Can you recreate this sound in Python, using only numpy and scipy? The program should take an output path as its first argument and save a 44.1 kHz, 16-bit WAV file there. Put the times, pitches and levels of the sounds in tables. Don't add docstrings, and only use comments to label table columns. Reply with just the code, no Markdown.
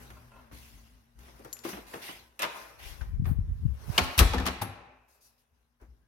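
import sys
import numpy as np
from scipy import signal
from scipy.fft import rfft, irfft, next_fast_len
from scipy.io import wavfile
from scipy.ndimage import uniform_filter1d, map_coordinates

SR = 44100
rng = np.random.default_rng(int(sys.argv[2]) if len(sys.argv) > 2 else 0)


def unload_wav(signal):
    wavfile.write(
        sys.argv[1],
        SR,
        np.round(np.clip(np.atleast_2d(signal).T, -1, 1) * 32767).astype(np.int16),
    )


def ratio_of_db(decibels):
    return 10 ** (np.asarray(decibels, float) / 20)


N = 267687
TURN_S = 3.6


def along(points, hz):
    f, v = np.transpose(points)
    return np.interp(np.log(hz + 1), np.log(f + 1), v)


def unit(x):
    return x / np.sqrt(np.mean(x ** 2) + 1e-20)


def curves(rows):
    s, *cols = np.transpose(rows)
    return [np.interp(np.arange(N) / SR, s, c) for c in cols]


def wobble(rate):
    knots = rng.standard_normal(int(N * rate / SR) + 4)
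    return map_coordinates(knots, [np.arange(N) * rate / SR])


def filtered(x, response):
    m = next_fast_len(N + 8192)
    return irfft(rfft(x, m) * response(np.fft.rfftfreq(m, 1 / SR)), m)[..., :N]


def sided(x, pan_db):
    return 2 * x / (1 + ratio_of_db(np.array([-pan_db, pan_db])).reshape(2, -1))


def ports(left, right):
    i = np.arange(N)
    lead_s = np.where(i < TURN_S * SR, .00036, .00018)
    heard = np.maximum(i - np.round(SR * lead_s).astype(int), 0)
    return np.array([left, right[heard]])


def add(out, s, sound):
    start = round(s * SR)
    out[..., start:start + sound.shape[-1]] += sound


def rush(spectrum, alike, patchy_db):
    z = signal.stft(rng.standard_normal((2, N + 512)), nperseg=512)[2]
    field = uniform_filter1d(rng.standard_normal(z.shape[1:]), size=6, axis=0)
    field = uniform_filter1d(field, size=8, axis=1)
    pair = signal.istft(z * ratio_of_db(patchy_db * unit(field)), nperseg=512)[1][:, :N]

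    def shape(hz):
        turn = np.arccos(np.clip(along(alike, hz), -1, 1)) / 2
        return ratio_of_db(along(spectrum, hz)) * [np.cos(turn), np.sin(turn)]

    mid, side = filtered(pair, shape)
    return unit(ports(mid + side, mid - side))


def burst(response, count):
    shared, *own = rng.standard_normal((3, count))
    hz = np.fft.rfftfreq(count, 1 / SR)
    apart = 0.83 / (1 + (600 / (hz + 1)) ** 2)
    pair = (1 - apart) ** .5 * rfft(shared) + apart ** .5 * rfft(own)
    return unit(irfft(pair * response(hz), count))


def thumps(rows, sag, swell_turns):
    out, t = np.zeros((2, N + SR)), np.arange(SR // 2) / SR
    for s, db, hz, cycles, pan_db in rows:
        turns = hz * t * (1 - sag * np.tanh(hz * t / 3))
        rise = 1 - np.exp(-(hz * t / swell_turns) ** 2)
        swell = rise * ratio_of_db(db - 30 * hz * t / cycles)
        add(out, s, sided(-swell * np.sin(2 * np.pi * turns), pan_db))
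    return out[:, :N]


def ringing(modes, blows, rise_s, blur):
    longest_s = min(1, 2 * np.max(modes, axis=0)[2])
    out, t = np.zeros(N + SR), np.arange(0, longest_s, 1 / SR)
    for s, db in blows:
        ring = np.zeros(len(t))
        for hz, level_db, t60 in modes:
            fall = ratio_of_db(level_db + rng.normal(0, 1.4) - 60 * t / t60)
            drift = blur * np.cumsum(rng.standard_normal(len(t)))
            ring += fall * np.sin(2 * np.pi * hz * t + drift)
        add(out, s, ratio_of_db(db) * ring * (1 - np.exp(-t / rise_s)))
    return out[:N]


def rumble():
    # start in seconds, level in dB.
    footfalls = [(-0.06, -46.5), (0.08, -48.5), (0.33, -56), (0.497, -46.5), (0.7, -51), (0.9, -56.5),
                 (1.14, -50.5), (1.33, -58), (1.72, -50.5), (2.12, -59), (2.399, -64), (2.6, -60),
                 (2.8, -58.5), (4.6, -50), (5.24, -78), (5.5, -64), (5.8, -59), (5.98, -67)]
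    # frequency in Hz, relative density in dB per Hz.
    drone_spectrum = [(25, -13), (50, -3), (70, -5), (130, -11), (300, -18), (500, -59)]
    # frequency in Hz, relative level in dB.
    hum_partials = [(118.4, 2), (236.9, 0)]
    # time in seconds, level in dB.
    hum_level = [(0.0, -60), (0.4, -66.5), (1.1, -67), (2.4, -75.5), (4.6, -66), (4.95, -81.5), (6.07, -77)]
    rise_s, t60_s = 0.021, 0.77
    t = np.arange(N) / SR
    tone = 2 ** .5 * ratio_of_db(wobble(7.1)) * np.sin(2 * np.pi * 58 * t + 2.4 * wobble(11))
    swell = ratio_of_db(-74)
    for s, db in footfalls:
        since = np.maximum(t - s, 0)
        swell = swell + ratio_of_db(db - 60 * since / t60_s) * (1 - np.exp(-(since / rise_s) ** 2))
    drone = swell * (tone + ratio_of_db(-4.5) * rush(drone_spectrum, [(60, 0.46)], patchy_db=0.15))
    hum = np.zeros(N)
    for hz, db in hum_partials:
        hum += ratio_of_db(db + 2.3 * wobble(4.7)) * np.sin(2 * np.pi * hz * t + 1.9 * wobble(16))
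    return sided(drone + ratio_of_db(curves(hum_level)[0]) * hum, 3.0)


def colour(hz):
    # centre in Hz, half-width in Hz, gain in dB at the centre.
    tiles = [(554, 49, 2.5), (804, 41, 2.5), (1020, 50, 3), (1320, 150, -1.5), (2400, 140, 4),
             (3850, 390, 3.5)]
    return ratio_of_db(sum(db / (1 + ((hz - centre_hz) / width) ** 2) for centre_hz, width, db in tiles))


def stroke(s, db, hold_s):
    t = np.maximum(np.arange(N) / SR - s, 0)
    fall = ratio_of_db(db - 60 * np.maximum(t - hold_s, 0) / (5.7 * hold_s))
    return (fall * (1 - np.exp(-t / (0.054 * hold_s)))) ** 2


def rustle():
    # time in seconds, level in dB.
    movement = [(0.0, -55.5), (0.2, -62.5), (0.7, -74), (1.15, -71.5), (1.4, -62), (1.85, -65.5),
                (1.95, -50), (2.3, -73.5), (2.57, -49), (2.77, -62.5), (3.0, -58.5), (3.2, -75.5),
                (3.73, -67), (3.86, -55), (3.96, -45), (4.12, -51), (4.25, -50), (4.5, -60.5), (4.75, -95),
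                (5.1, -73.5), (5.45, -74), (6.07, -79.5)]
    # start in seconds, level of the top in dB,
    # hold in seconds, then relative to the top the scuff under 2.5 kHz in dB, the cloth from 2 to 4 kHz in dB.
    strokes = [(0.297, -82.5, 0.15, 20, 15.5), (0.514, -56, 0.13, -8, 0.5), (0.653, -66.5, 0.21, -5, 2.5),
               (1.196, -62.5, 0.087, -1, 3), (1.635, -45.5, 0.075, -5, 3.5), (1.866, -57, 0.062, -18, 1),
               (2.015, -48, 0.084, -8.5, 7), (2.786, -57.5, 0.095, 0.5, 9), (2.824, -52, 0.072, -23, 4.5),
               (3.253, -65, 0.04, 14, 4), (4.032, -45, 0.015, -24, -20), (5.079, -64, 0.077, -6, -19),
               (5.206, -58, 0.061, -27, -17), (5.377, -67.5, 0.033, -21, -2), (5.798, -74, 0.029, 13.5, -4)]
    # start in seconds, level in dB, hold in seconds.
    sheen_strokes = [(3.259, -56, 0.038), (4.616, -41, 0.014)]
    # frequency in Hz, relative density in dB per Hz.
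    scuff_spectrum = [(88, -35), (150, -7), (384, 3), (425, 7), (464, 0.5), (562, 1.5), (1570, 2.5),
                      (2780, -15.5), (5000, -27.5), (6500, -35.5), (11000, -120)]
    # frequency in Hz, relative density in dB per Hz.
    hiss_spectrum = [(1180, -29.5), (2000, 0), (2390, -4), (2800, -0.5), (3030, -3.5), (6140, -5),
                     (7520, -12), (11600, -3.5), (14800, -10.5), (16100, -12), (16500, -47)]
    # frequency in Hz, likeness from 0 to 1.
    likeness = [(100, 1), (550, 0.33), (1600, 0.053), (15000, 0.026)]
    scuff = ratio_of_db(curves(movement)[0]) ** 2
    hiss = body = scuff * ratio_of_db(2 * -2.5)
    for s, db, hold_s, low_db, body_db in strokes:
        power = stroke(s, db, hold_s)
        hiss = hiss + power
        body = body + power * ratio_of_db(2 * body_db)
        scuff = scuff + power * ratio_of_db(2 * low_db)
    grain = ratio_of_db(0.57 * wobble(210))
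    soles = unit(filtered(rush(scuff_spectrum, likeness, patchy_db=.8), colour))
    cloth = rush(hiss_spectrum, likeness, patchy_db=2.5)
    dull = filtered(cloth, lambda hz: 1 / (1 + (hz / 4000) ** 8))
    thin = rush([(7000, -42), (8500, -3), (15500, 3), (16500, -41)], likeness, patchy_db=0.0)
    sheen = sum(stroke(*row) for row in sheen_strokes) ** .5 * thin
    return grain * (sheen + scuff ** .5 * soles + body ** .5 * dull + hiss ** .5 * (cloth - dull))


def wind():
    # time in seconds, level in dB, L-R in dB.
    draught = [(2.7, -57, 17), (2.9, -51, 33), (3.12, -37.5, 21), (3.28, -31, 12), (3.47, -31.5, 0),
               (3.58, -36.5, -8), (3.68, -28, 16), (3.79, -47, -10.5), (3.9, -35, -27.5), (3.95, -44, -15),
               (4.02, -31.5, -1), (4.1, -34.5, -4)]
    # frequency in Hz, relative density in dB per Hz.
    air_spectrum = [(12, -45.5), (20, -11.5), (43, 2), (65, 9), (170, -14), (232, -21), (348, -33),
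                    (500, -36), (650, -64), (1100, -120)]
    # start in seconds, push in dB, starting pitch in Hz, L-R in dB.
    gusts = [(2.843, -37.5, 48, 31), (3.01, -20.5, 61.4, 43), (3.068, -28.5, 62, -10),
             (3.133, -19.5, 58, 32), (3.174, -23, 44, -27), (3.196, -4.5, 108, 26), (3.22, -14, 144, 42),
             (3.238, -13, 104, 33), (3.267, -20, 134, 1), (3.294, -2, 75, 8), (3.313, 2, 122, 26),
             (3.387, 11, 69, 25), (3.406, -8, 57.4, 3), (3.437, -25, 61.5, 11), (3.49, -20, 72, -25),
             (3.512, -13, 63, -33), (3.652, 0.5, 105, 36), (3.6592, 7, 80, 36), (3.69, -27.5, 65.5, 6),
             (3.881, -22.5, 96, -46), (3.896, -12, 110, -47)]
    level_db, pan_db = curves(draught)
    blowing = np.interp(np.arange(N) / SR, [2.7, 2.85, 4.0, 4.15], [0, 1, 1, 0])
    lumps = ratio_of_db(2.5 * np.array([wobble(30), wobble(16)]))
    noise = unit(lumps * rush(air_spectrum, [(60, .05)], patchy_db=0.0))
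    bed = sided(blowing * ratio_of_db(level_db), pan_db) * noise
    rows = [(s, db, hz, 0.92 * ratio_of_db(-0.6065 * db), side_db) for s, db, hz, side_db in gusts]
    puffs = thumps(rows, sag=0.16, swell_turns=0.37)
    return bed + filtered(puffs, lambda hz: 1 / (1 + (hz / 302) ** 4))


def creak():
    # frequency in Hz, relative level in dB, t60 in seconds.
    creak_modes = [(614, 0, 0.1), (924.6, -1, 0.093), (1036, 3.5, 0.088), (1387, 3, .08), (2630, -3, 0.066)]
    # start in seconds, level in dB.
    slips = [(0.104, -66), (.165, -53.5), (.315, -57), (.335, -54.5), (0.359, -53.5), (.385, -55),
             (.78, -64)]
    return ringing(creak_modes, slips, rise_s=0.0048, blur=0.076)


def squeak():
    # frequency in Hz, level in dB, t60 in seconds.
    squeak_mode = [(1600, -72, .4)]
    # start in seconds, level in dB.
    squeak_times = [(6.015, 0)]
    return ringing(squeak_mode, squeak_times, rise_s=.015, blur=.09)


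def hinge():
    # frequency in Hz, level in dB, t60 in seconds.
    hinge_modes = [(2410, -62, 1.5), (2590, -66, 2.5)]
    # start in seconds, level in dB.
    hinge_blows = [(4.464, 0), (4.619, 0)]
    return ringing(hinge_modes, hinge_blows, rise_s=.003, blur=.13)


def pitched_tocks():
    # start in seconds, level in dB, starting pitch in Hz, time to lose 30 dB in seconds.
    pitched = [(1.529, -28, 4400, .002), (1.5675, -40, 2500, .003), (1.5912, -37, 4800, .002),
               (1.6505, -29, 345, .08), (1.6515, -35, 1150, .02), (1.7305, -39, 200, .06),
               (1.936, -39, 1850, .015), (1.939, -35, 480, .06), (2.392, -36, 2700, .03),
               (2.399, -39, 560, .04), (2.42, -35, 2750, .02), (2.425, -32, 2100, .04),
               (2.43, -38, 620, .05), (2.442, -39, 1000, .04), (3.0105, -40, 1590, .022),
               (3.257, -43, 1250, .02), (3.9786, -12, 2900, .006), (3.9815, -10, 3150, .009),
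               (3.988, -15, 2300, .01), (4.1906, -7, 2700, .006), (4.1908, -12, 3900, .005),
               (4.195, -16, 1250, .008), (4.337, -27, 860, .025), (4.338, -27, 480, .03),
               (4.383, -30, 1800, .03), (5.811, -57, 450, .05), (4.464, -27, 1200, .02),
               (4.619, -24, 870, .022)]
    rows = [(s, db, hz, hz * fade_s, 0) for s, db, hz, fade_s in pitched]
    return thumps(rows, sag=0.017, swell_turns=0.24)[0]


def clacks():
    # start in seconds, level of the hard body in dB,
    # then relative to it the weight (the knock) in dB and the snap above 4.5 kHz in dB.
    contacts = [(0.1018, -48, -8, -7), (0.512, -56.5, 10.5, -17), (1.1891, -59.5, -9, 2),
                (1.281, -61, 12.5, -13), (1.3913, -70, 25.5, 10), (1.4465, -51.5, 11, 2),
                (1.528, -59.5, -21, 17), (1.568, -52, -25, 0), (1.5897, -64.5, 5, 14.5),
                (1.6505, -43, 10.5, -7), (1.6895, -47.5, 9.5, 6), (1.7309, -42, 2, -20),
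                (1.7688, -50, 12.5, -16), (1.9379, -39.5, 4, -8.5), (2.0886, -43.5, 2.5, -17),
                (2.3922, -33.5, -20, -2), (2.3996, -31, -23.5, -14), (2.408, -33, -10, -15),
                (2.416, -31, -14, -20), (2.42, -24.5, -32, -6), (2.4293, -22.5, -14.5, -15.5),
                (2.4384, -24.5, -16.5, -21.5), (2.4486, -30.5, -9.5, -12), (3.0123, -45, -3, -16),
                (3.2445, -54, -9, -5), (3.2544, -43, -2.5, -26), (3.9789, -15, -11, -10),
                (3.9883, -21, -11.5, -13), (4.178, -28.5, -9, 5.5), (4.1824, -20.5, -24.5, -3.5),
                (4.1901, -15, -26, -0.5), (4.1969, -18, -7.5, -2), (4.205, -21.5, -3, -15),
                (4.226, -29, -5, -20.5), (4.334, -29.5, -1.5, -14), (4.3433, -30.5, -4, -13),
                (4.3805, -32.5, -4.5, -18.5), (4.3988, -35.5, 0, -12.5), (4.4553, -31, -7.5, -11),
                (4.464, -24.5, -15.5, -5.5), (4.4723, -25.5, -8.5, -13.5), (4.482, -28.5, -14, -17),
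                (4.614, -36.5, 2, -8), (4.6194, -31.5, -6, -2.5), (5.8131, -80, 27, 15)]
    # frequency in Hz, relative density in dB per Hz.
    snap_spectrum = [(2350, -33.5), (4000, -6), (5850, 0.5), (7190, -4.5), (11000, 2), (14700, -1.5),
                     (16200, -17), (16500, -47.5)]
    out, t = np.zeros((2, N + SR)), np.arange(SR // 5) / SR

    def above(f, hz):
        return 1 / np.sqrt(1 + (hz / (f + 1)) ** 6)

    def band(lo_hz, hi_hz):
        return burst(lambda f: above(f, lo_hz) * above(hi_hz, f), len(t))

    def hollow(f):
        woody_pitch = 1 + 0.68 / (1 + ((f - 345) / 40) ** 2)
        return above(f, 140) * above(550, f) * woody_pitch

    def fall(stretch, rise_s):
        return ratio_of_db(-60 * t / (0.065 * stretch)) * (1 - np.exp(-t / rise_s))

    for s, db, weight_db, snap_db in contacts:
        body_hz = (1140, 2960) if s < TURN_S else (1820, 3940)
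        body = band(*body_hz) * fall(0.71, 0.0012)
        wood = ratio_of_db(-1 + 0.48 * weight_db) * band(575, 1500) * fall(2.16, 0.00061)
        knock = ratio_of_db(weight_db) * burst(hollow, len(t)) * fall(2.22, 0.0077)
        snap = ratio_of_db(snap_db) * burst(lambda f: ratio_of_db(along(snap_spectrum, f)), len(t)) * fall(0.75, 0.00028)
        add(out, s, ratio_of_db(db) * (body + wood + knock + snap))
    return out[:, :N]


def latch():
    # frequency in Hz, level in dB, t60 in seconds.
    latch_modes = [(5943, -56, .04), (7100, -45.5, 0.052), (11360, -49.5, 0.088), (11830, -60, 0.097)]
    # start in seconds, level in dB.
    latch_blows = [(1.528, 13), (2.42, 7), (3.01, -24), (4.384, -6)]
    return ringing(latch_modes, latch_blows, rise_s=0.00067, blur=0.082)


def bolt():
    # frequency in Hz, level in dB, t60 in seconds.
    bolt_mode = [(11200, -41, .2)]
    # start in seconds, level in dB.
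    bolt_blows = [(4.618, 0)]
    return ringing(bolt_mode, bolt_blows, rise_s=.001, blur=.15)


def panels():
    # frequency in Hz, level in dB, t60 in seconds.
    panel_modes = [(184.9, -25.5, 0.23), (258.5, -29, .36), (341.8, -33, 0.2), (419.4, -38, 0.25)]
    # start in seconds, level in dB.
    panel_blows = [(3.982, -7), (4.2, -2), (4.336, -3), (4.395, -5.5), (4.456, -5.5), (4.615, -9.5)]
    return ringing(panel_modes, panel_blows, rise_s=0.0057, blur=.015)


def leaf():
    # frequency in Hz, level in dB, t60 in seconds.
    leaf_modes = [(575.6, -43.5, 0.16), (787, -40.5, .5), (948, -34, 0.094), (1106, -49.5, 0.6),
                  (1260, -42.5, 0.39), (2412, -56, .8), (3950, -54, 0.52)]
    # start in seconds, level in dB.
    leaf_blows = [(3.979, -8.5), (4.192, -1.5), (4.336, -1), (4.383, -11.5), (4.465, -8.5), (4.619, -6)]
    return ringing(leaf_modes, leaf_blows, rise_s=0.0013, blur=0.046)


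def booms():
    # start in seconds, level in dB, starting pitch in Hz, cycles to lose 30 dB.
    boom_rows = [(4.176, -15, 72, 6.7), (4.192, -19, 163, 8.5), (4.205, -10, 56.86, 7.9),
                 (4.239, -16.5, 46.93, 6.9), (4.3, -21, 66, 6), (4.206, -7.5, 74.66, 4.2),
                 (4.345, -29, 50.2, 3.2), (4.367, -17.5, 66.1, 7.8), (4.422, -21.5, 71.4, 6.3),
                 (4.491, -29.5, 72.5, 7.5), (4.611, -28, 106.8, 12.6), (4.682, -33, 100, 7.8),
                 (5.811, -39.5, 54.8, 5.8), (5.881, -43.5, 63.1, 9.2)]
    return thumps([(*boom, 4.5) for boom in boom_rows], sag=0.029, swell_turns=.4)


def room(x):
    # frequency in Hz, t60 in seconds.
    decay = [(100, 0.3), (500, 1), (950, 0.95), (1700, 0.99), (2450, 0.82), (3400, 0.61), (6000, 0.51),
             (13000, 0.24)]
    out, step = np.zeros((2, N + 2 * SR)), SR // 8
    for i in range(0, N, step):
        hz, t, z = signal.stft(rng.standard_normal((2, SR)), SR, nperseg=256)
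        longer = 1.25 if i > TURN_S * SR else 1
        fall = ratio_of_db(-60 * t / along(decay, hz)[:, None] / longer)
        tail = signal.istft(z * fall, SR, nperseg=256)[1]
        wet = signal.fftconvolve(x[None, i:i + step], tail / np.linalg.norm(tail[0]), axes=1)
        start = i + 300
        out[:, start:start + wet.shape[1]] += wet
    return out[:, :N]


def scene():
    # time in seconds, L-R in dB.
    bearing = [(0.0, 1), (1.3, 1.5), (1.6, 4.5), (1.75, 0), (2.9, 2.5), (3.9, 3.5), (4.5, 3), (5.3, 1.5),
               (6.07, 2.5)]
    pan_db = curves(bearing)[0]
    hard = clacks() + bolt() + panels() + leaf() + latch()
    tones = pitched_tocks() + hinge() + creak() + squeak()
    low = booms()
    send = ratio_of_db(-10.5) * (hard[0] + ratio_of_db(-7) * tones) + ratio_of_db(-6.5) * low.mean(axis=0)
    echo = filtered(room(send), colour)
    common = echo.mean(axis=0)
    echo = common + filtered(echo - common, lambda hz: hz / np.hypot(hz, 900))
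    direct = ports(*(sided(hard, pan_db) + low)) + sided(tones, pan_db)
    return direct + sided(echo, 1.2) + wind() + rumble() + sided(rustle(), pan_db)


def band_limit(x):
    return signal.sosfilt(signal.butter(12, 16800, fs=SR, output="sos"), x)


def record(dry):
    # frequency in Hz, L-R in dB.
    shadow = [(200, 0), (1000, 2), (1900, 0), (2700, -3), (3800, -3), (5700, 7.5), (8500, 4), (13000, -2)]

    def microphone(hz):
        bass_cut = (1j * hz / (30 + 1j * hz)) ** 2
        return bass_cut * ratio_of_db(np.outer([.5, -.5], along(shadow, hz)))

    x = filtered(dry, microphone)
    keep = np.exp(-1 / (0.037 * SR))
    power = signal.lfilter([1 - keep], [1, -keep], np.mean(x ** 2, axis=0))
    level_db = 10 * np.log10(power + 1e-12)
    x = x * ratio_of_db(np.clip(.5 * (level_db + 54.0), -8.5, 0))
    x = x / (1 + np.abs(x / .95) ** 6) ** (1 / 6)
    return band_limit(x)


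dry = scene()
out = record(dry)
unload_wav(out)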